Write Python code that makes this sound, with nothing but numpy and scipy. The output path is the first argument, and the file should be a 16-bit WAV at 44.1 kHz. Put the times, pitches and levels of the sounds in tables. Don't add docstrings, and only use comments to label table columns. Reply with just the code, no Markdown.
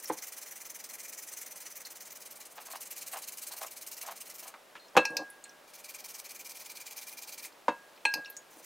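import sys
import numpy as np
from scipy import signal
from scipy.fft import rfft, irfft
from scipy.io import wavfile

SR = 44100
rng = np.random.default_rng(int(sys.argv[2]) if len(sys.argv) > 2 else 0)


def voltage_ratio(decibels):
    exponent = np.asarray(decibels, float) / 20
    return 10 ** exponent


def master(y):
    cut = np.clip(np.atleast_2d(y).T, -1, 1)
    pcm = np.round(cut * 32767)
    wavfile.write(sys.argv[1], SR, pcm.astype(np.int16))


N = 381460

BENCH, BOTTOM, WALL, RIM = range(4)
# pitch_hz, t60_s (time to die by 60 dB),
# then bench_db, bottom_db, wall_db, rim_db (how strongly a blow at each place rings them)
DISH_MODES = [(148, 0.13, -26, -20.5, -33.5, -50), (201.4, 0.096, -27, -13, -21, -44),
              (259.3, 0.1, -14.5, -5, -13.5, -33), (315.5, 0.11, -6, -3.5, -16.5, -28),
              (430, 0.065, -8, -17, -19, -22), (511.6, 0.085, -2.5, 10, -8, -18),
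              (579, 0.094, -32, 0, -11, -21), (725, 0.084, -10, -11, -13, -21),
              (856, 0.08, -3, -8, -13, -5), (939, 0.11, -14, -23, -2.5, -5.5),
              (1022, 0.043, -0.5, -7, -1.5, -26), (1186, 0.046, -45, -17, -9, -15),
              (1325, 0.02, -33, 0, -28, -32)]


def rms_one(x):
    return x / np.sqrt(np.mean(x ** 2) + 1e-20)


def at_hz(rows, hz):
    rows = np.array(rows)
    return np.array([np.interp(np.log(hz), np.log(rows[:, 0]), column) for column in rows[:, 1:].T])


def drift(rate):
    r = np.exp(-64 * np.pi * rate / SR)
    noise = rng.standard_normal(N // 32 + 2002)
    slow = signal.lfilter([1], [1, -2 * r, r * r], noise)[2000:]
    return np.interp(np.arange(N) / 32, np.arange(len(slow)), rms_one(slow))


def resonance(x, hz, width_hz):
    r = np.exp(-np.pi * width_hz / SR)
    gain = (1 - r * r) / 2
    return signal.lfilter([gain, 0, -gain], [1, -2 * r * np.cos(2 * np.pi * hz / SR), r * r], x)


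def ring(clicks, hz, t60):
    r = voltage_ratio(-60 / (t60 * SR))
    w = 2 * np.pi * hz / SR
    return signal.lfilter([0, np.sin(w)], [1, -2 * r * np.cos(w), r * r], clicks + 1e-18)


def grains(per_s, spread_db):
    sizes = voltage_ratio(spread_db * np.minimum(rng.exponential(1, N), 5)) * rng.choice([-1, 1], N)
    return rms_one(sizes * (rng.random(N) < per_s / SR))


def bands(sources, low_hz):
    edges = low_hz * 2 ** np.arange(0, np.log2(19900 / low_hz), 1 / 3)
    for k, (low, high) in enumerate(zip(edges, edges[1:])):
        band = signal.butter(2, [low, high], "band", fs=SR, output="sos")
        yield np.sqrt(low * high), signal.sosfilt(band, sources[k % 2])


def bursts(rows, rise_db_per_s, fall_db_per_s):
    t, gain = np.arange(N) / SR, np.zeros(N)
    for start, ms, level_db, swell_db in rows:
        near = slice(max(int((start - .03) * SR), 0), int((start + .15) * SR))
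        u, length = t[near] - start, ms / 1000
        bite_db = rise_db_per_s * np.minimum(u - .002, 0)
        release_db = -fall_db_per_s * np.maximum(u - length + 0.0083, 0)
        swell = swell_db * (np.clip(u / length, 0, 1) - .5)
        gain[near] += voltage_ratio(level_db + swell + bite_db + release_db)
    return gain


def hum():
    # pitch_hz, level_db (per Hz)
    hum_spectrum = [(24, -22), (100, -26), (172, -13), (406, -7), (564, -3.5), (608, -2), (707, -7),
                    (782, -5), (1200, -8), (1670, -10.5), (1840, -11), (3920, -16), (4680, -17.5),
                    (12500, -23), (16500, -25)]
    level_db = -58
    hz = np.maximum(np.fft.rfftfreq(N, 1 / SR), 1)
    spectrum = rfft(rng.standard_normal(N)) * voltage_ratio(at_hz(hum_spectrum, hz)[0])
    return voltage_ratio(level_db) * rms_one(irfft(spectrum, N))


def room(x):
    t60_s, first_echo_s = 0.18, 0.004
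    t = np.arange(SR // 2) / SR
    tail = rng.standard_normal(len(t)) * voltage_ratio(-60 * t / t60_s) * (t > first_echo_s)
    tail = signal.lfilter([1], [1, -.4], tail)
    return signal.fftconvolve(x, tail / np.sqrt(np.sum(tail ** 2)))[:N]


def creaks():
    # start_s, length_ms, level_db, swell_db
    creak_times = [(2.572, 36, -47.5, -2), (2.614, 8.5, -58, -8), (2.662, 31, -53, 5),
                   (2.705, 12, -51.5, 0), (2.733, 28.5, -44.5, 5), (3.132, 53, -44, 6.5),
                   (3.505, 94, -54, -6), (3.613, 44, -44.5, -5), (4.03, 60, -48.5, 4),
                   (4.083, 45.5, -46.5, 0), (4.426, 16, -52, 0), (4.455, 49, -52.5, -4)]
    # pitch_hz, width_hz, level_db
    wood = [(526, 360, -7.5), (702, 120, 5.5), (890, 310, -0.5), (1040, 140, 3), (1250, 180, -8),
            (1610, 82, -11), (2700, 4800, -10.5), (1500, 200, -7)]
    slips = resonance(grains(1200, spread_db=3.5), 1050, 1170)
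    sound = np.zeros(N)
    for k, (hz, width, db) in enumerate(wood):
        sound += (-1) ** k * voltage_ratio(db) * resonance(slips, hz, width)
    return bursts(creak_times, 3000, 680) * rms_one(sound)


def slides():
    # start_s, length_ms, level_db, swell_db
    slide_times = [
        (5.103, 65, -45, -1),
        (5.187, 34, -41.5, 4),
        (8.155, 39, -45, 1),
        (8.565, 75, -61.5, -10),
    ]
    slips = resonance(grains(1200, spread_db=3.5), 430, 1000)
    sound = np.zeros(N)
    for k, (hz, t60, _, bottom_db, *_) in enumerate(DISH_MODES[:12]):
        sound += (-1) ** k * voltage_ratio(0.3 * bottom_db) * ring(slips, hz, 0.4 * t60)
    return bursts(slide_times, 1500, 500) * rms_one(sound)


def add(out, s, sound):
    i = int(s * SR)
    out[i:i + len(sound)] += sound[:N - i]


def crack(level_db, hz, t60):
    t, noise = np.arange(SR // 4) / SR, rng.standard_normal(SR // 4)
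    dull = signal.butter(2, min(3 * hz, 19000), fs=SR, output="sos")
    wide = signal.sosfilt(dull, noise * voltage_ratio(-60 * t / (.6 * t60)))
    width = 0.21 * hz + 800
    narrow = resonance(resonance(noise * voltage_ratio(-60 * t / t60), hz, width), hz, width)
    return voltage_ratio(level_db) * (voltage_ratio(-8.0) * wide / np.max(np.abs(wide)) + narrow / np.max(np.abs(narrow)))


def dish():
    # pitch_hz, t60_s, bench_db, bottom_db, wall_db, rim_db
    glass = [(1635, 0.55, -46, -37, -27, -5), (1950, 0.08, -28.5, -19, -41, -14.5),
             (2376, 0.097, -35, -27, -37, -6.5), (2512, 0.024, -42, -13, -20, 8.5),
             (2600, 0.083, -50, -17, -32, -5.5), (2645, 0.17, -62, -2, -23, -6.5),
             (2810, 0.072, -45, -25, -36, -11), (3750, 0.11, -50, -24, -28, -23),
             (4194, 0.14, -43, -35, -43, -8),
             (4640, 0.08, -50, -28, -45, -34), (5330, 0.05, -50, -38, -37, -28),
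                  (5600, 0.056, -52, -34, -49, -19), (6142, 0.058, -49, -18, -38, -20),
                  (6730, 0.13, -46, -36, -37, -36), (7570, 0.066, -52, -38, -50, -26),
                  (8370, 0.095, -41, -40, -47, -17), (11600, 0.092, -55, -44, -51, -35),
                  (10300, 0.1, -55, -42, -50, -35)]
    # start_s, place (0 bench, 1 bottom, 2 wall, 3 rim), ring_db, crack_db, crack_hz
    blow_rows = [(0.099, BENCH, -25, -32, 590), (4.54, WALL, -50, -38, 1040), (4.753, WALL, -49, -39, 1500),
                 (4.764, WALL, -57, -45, 2600), (4.953, BENCH, -33.5, -35, 600),
                 (4.9663, WALL, -17.5, -9, 720), (4.9727, BOTTOM, -20.5, -9.5, 494),
                 (4.975, RIM, -25.5, -16.5, 2700), (5.052, RIM, -31, -39, 11000),
                 (5.168, RIM, -38, -20, 4850), (7.446, WALL, -64, -41, 2010),
                 (7.682, WALL, -17.5, -24, 1000), (8.0524, RIM, -22, -20.5, 2300),
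                 (8.139, RIM, -35.5, -19, 4800)]
    # start_s, ring_db, pitch_hz
    tap_rows = [(.056, -36.5, 5600), (1.85, -45, 4194), (1.851, -40, 4950), (8.052, -35, 4194),
                (4.797, -53, 4194), (4.822, -57, 4194), (4.848, -57, 4194), (5.0522, -30, 5330),
                (5.1684, -41, 1635), (5.0525, -35, 2510), (5.169, -40, 4194), (5.441, -52.5, 4194),
                (5.456, -54, 1635), (8.118, -51, 5330), (8.257, -44.5, 5300), (8.259, -45.5, 2810),
                (8.278, -58, 4194)]
    # start_s, splash_db, pitch_hz
    drop_rows = [(4.882, -53, 5300), (4.968, -25, 6142), (5.0527, -28, 5330), (5.104, -49, 9200),
                 (5.168, -36, 13000), (5.1692, -31, 5600), (5.301, -38, 10300), (5.44, -35, 7860),
                 (5.454, -48, 2420), (5.494, -44, 5600), (7.963, -51, 4300), (7.976, -50, 2380),
                 (4.968, -34, 11500), (8.0522, -30.5, 7950), (8.325, -54, 4200), (7.524, -54, 4600),
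                 (8.137, -42, 4800), (8.1385, -30.5, 12500), (8.247, -42, 3830), (8.3, -34.5, 12600),
                 (8.367, -31, 6730)]
    crack_t60_s = (0.11, 0.07, 0.1, 0.039)
    tap_crack_db, tap_t60_s = -15, 0.036
    drop_ring_db, drop_t60_s = -12, 0.04

    # (start s, ring dB, crack dB, Hz, t60 s)
    light = [(s, db, db + tap_crack_db, hz, tap_t60_s) for s, db, hz in tap_rows]
    light += [(s, db + drop_ring_db, db, hz, drop_t60_s) for s, db, hz in drop_rows]
    blows, touches = np.array(blow_rows), np.array(light)
    at = (np.r_[blows[:, 0], touches[:, 0]] * SR).astype(int)
    out, t = np.zeros(N), np.arange(N) / SR
    for hz, t60, *place_db in DISH_MODES + glass:
        by_place = blows[:, 2] + np.array(place_db)[blows[:, 1].astype(int)]
        by_pitch = touches[:, 1] - 60 * np.abs(np.log2(hz / touches[:, 3]))
        fed = np.bincount(at, voltage_ratio(2 * np.r_[by_place, by_pitch]), N)
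        energy = signal.lfilter([1], [1, -voltage_ratio(-120 / (t60 * SR))], fed + 1e-18)
        speed = hz / SR * 2
        swing = signal.lfilter([speed], [1, speed - 1], np.sqrt(energy))
        out += swing * np.sin(2 * np.pi * (hz * t + rng.random()))
    for s, place, _, level_db, hz in blow_rows:
        add(out, s, crack(level_db, hz, crack_t60_s[place]))
    for s, _, level_db, hz, t60 in light:
        add(out, s, crack(level_db, hz, t60))
    return out


def strokes():
    # start_s, level_db
    first_bout = [(-.022, -42), (.122, -45.5), (.32, -44.5), (.649, -46.5), (1.032, -43.5), (1.366, -43.5),
                  (1.604, -46), (2.354, -47.5), (2.502, -54.5), (2.654, -45.5), (2.907, -41), (3.273, -42),
                  (3.614, -40), (3.711, -45), (3.966, -43), (4.254, -46.5), (4.472, -45.5)]
    second_bout = [(5.679, -59), (5.839, -46), (6.188, -44), (6.294, -45.5), (6.698, -45.5), (7.067, -43.5),
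                   (7.427, -45.5)]
    first_count = [0, 3, 7, 14, 22, 29, 34, 49, 52, 55, 60, 67, 74, 76, 81, 87, 92]
    second_count = [0, 3, 10, 12, 20, 27, 34]
    # early_ms (earlier and longer), louder_db
    push_rows = [
        (1.5, -0.4),
        (4.0, -0.6),
    ]
    # start_s, change_db
    accents = [(.22, 4), (1.03, 0), (1.08, -2), (1.22, -0.5), (1.37, 1.5), (1.65, 1), (1.80, 0), (1.85, -1),
               (2.26, 0.5), (2.40, 5), (2.45, 2), (2.75, -1.5), (2.80, 1.5), (2.85, -2), (3.065, 1),
               (3.22, -1.5), (3.66, -5), (3.91, 2.5), (3.965, -1), (4.01, 4), (4.11, -1), (4.16, -1.5),
               (4.21, 2.5), (4.30, 2.5), (4.34, -0.5), (5.73, 4.5), (5.99, -2.5), (6.24, -2.5), (6.75, 0),
               (7.12, -2.5)]
    # start_s, length_ms, level_db, swell_db
    last_strokes = [
        (7.447, 25, -46.5, 6),
        (8.505, 73, -61, -5),
        (8.572, 32, -60, 15),
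        (8.627, 35, -52, 11),
    ]
    # start_ms, length_ms, level_db, swell_db
    uneven = (0.27, 2.9, 0.34, 2.7)
    contact_share, swell_db = 0.57, 1.5

    rows = list(last_strokes)
    accent_s, accent_db = np.transpose(accents)
    bouts = [(first_bout, first_count), (second_bout, second_count)]
    for (bout, count), (early_ms, push_db) in zip(bouts, push_rows):
        n = np.arange(count[-1] + 1)
        start, level_db = (np.interp(n, count, column) for column in np.transpose(bout))
        accented = np.abs(start[:, None] - accent_s) < .02
        level_db = level_db + accented @ accent_db
        push = .5 - n % 2
        chance = (rng.standard_normal((len(n), 4)) * uneven).T
        start_s = start + (chance[0] - push * early_ms) / 1000
        ms = contact_share * 1000 * np.gradient(start) + push * early_ms + chance[1]
        rows += zip(start_s, ms, level_db + push * push_db + chance[2], swell_db + chance[3])
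    return rows


def brush():
    # start_s, hold (0 to 2)
    hold_times = [
        (1.8, 0),
        (2.5, 1),
        (4.5, 1),
        (5.0, 2),
        (7.6, 2),
        (8, 0),
    ]
    # pitch_hz, hold_0_db, hold_1_db, hold_2_db (per Hz)
    bristles = [(900, -16.5, -22, -9), (1440, -13, -16, -17), (2220, -6, -13.5, -23),
                (2700, -9.5, -5.5, -9), (3440, -12, -18.5, -9), (4500, -8.5, -4, -1),
                (6300, -1.5, -4.5, -2.5), (8400, -2, -1.5, -2.5), (11000, -4, -5.5, -5.5),
                (14700, -3, -4, -6), (16400, -7.5, -10.5, -5)]
    # pitch_hz, width_hz
    board_modes = [(1980, 220), (2385, 110), (4200, 70), (5100, 80), (5960, 110), (6430, 90), (7300, 90),
                   (9320, 80), (9730, 60), (11750, 110), (13450, 130)]
    # hold_0_db, hold_1_db, hold_2_db
    board_levels = [(-3, -8, -7), (-2, -1.5, 7.5), (-1.5, -2.5, -5), (-10, -8, -11), (6, -8, -1.5),
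                    (-3, -0.5, -0.5), (2, -0.5, -3), (-3, -5, 4), (-1, 1, 0), (-11, -3, -0.5),
                    (-15, -7, -7)]

    pressure = bursts(strokes(), 2440, 873)
    hold = np.interp(np.arange(N) / SR, *np.transpose(hold_times))
    ticks = [grains(18000, spread_db=3.0), grains(18000, spread_db=2.0)]
    sound = np.zeros(N)
    for hz, part in bands(ticks, 769):
        level_db = np.interp(hold, [0, 1, 2], at_hz(bristles, hz))
        sound += voltage_ratio(level_db + 2.16 * drift(28)) * part
    for k, ((hz, width), db) in enumerate(zip(board_modes, board_levels)):
        level_db = np.interp(hold, [0, 1, 2], db)
        sound += voltage_ratio(level_db + 1.74 * drift(11)) * resonance(ticks[k % 2], hz, width)
    return pressure * voltage_ratio(1.44 * drift(120)) * rms_one(sound)


def scene():
    near = brush() + dish() + creaks() + slides()
    no_bass = signal.butter(4, 150, "high", fs=SR, output="sos")
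    near = signal.sosfilt(no_bass, near)
    mid = near + voltage_ratio(-15) * room(near) + hum()
    dull = signal.butter(1, 2500, fs=SR, output="sos")
    bright = signal.butter(2, 5000, "high", fs=SR, output="sos")
    side = voltage_ratio(-7) * signal.sosfilt(dull, hum())
    side += voltage_ratio(-29.5) * signal.sosfilt(bright, room(near))
    return np.array([mid + side, mid - side])


def roll_off(x):
    return signal.sosfilt(signal.butter(12, 16820, fs=SR, output="sos"), x)


def record(dry):
    rounded = 1.5 * np.tanh(dry / 1.5)
    top_cut = signal.cheby2(12, 40, 16300, fs=SR, output="sos")
    mix = signal.sosfilt(top_cut, rounded)
    mix = mix + voltage_ratio(-100) * rng.standard_normal(mix.shape)
    return roll_off(mix)


dry = scene()
out = record(dry)
master(out)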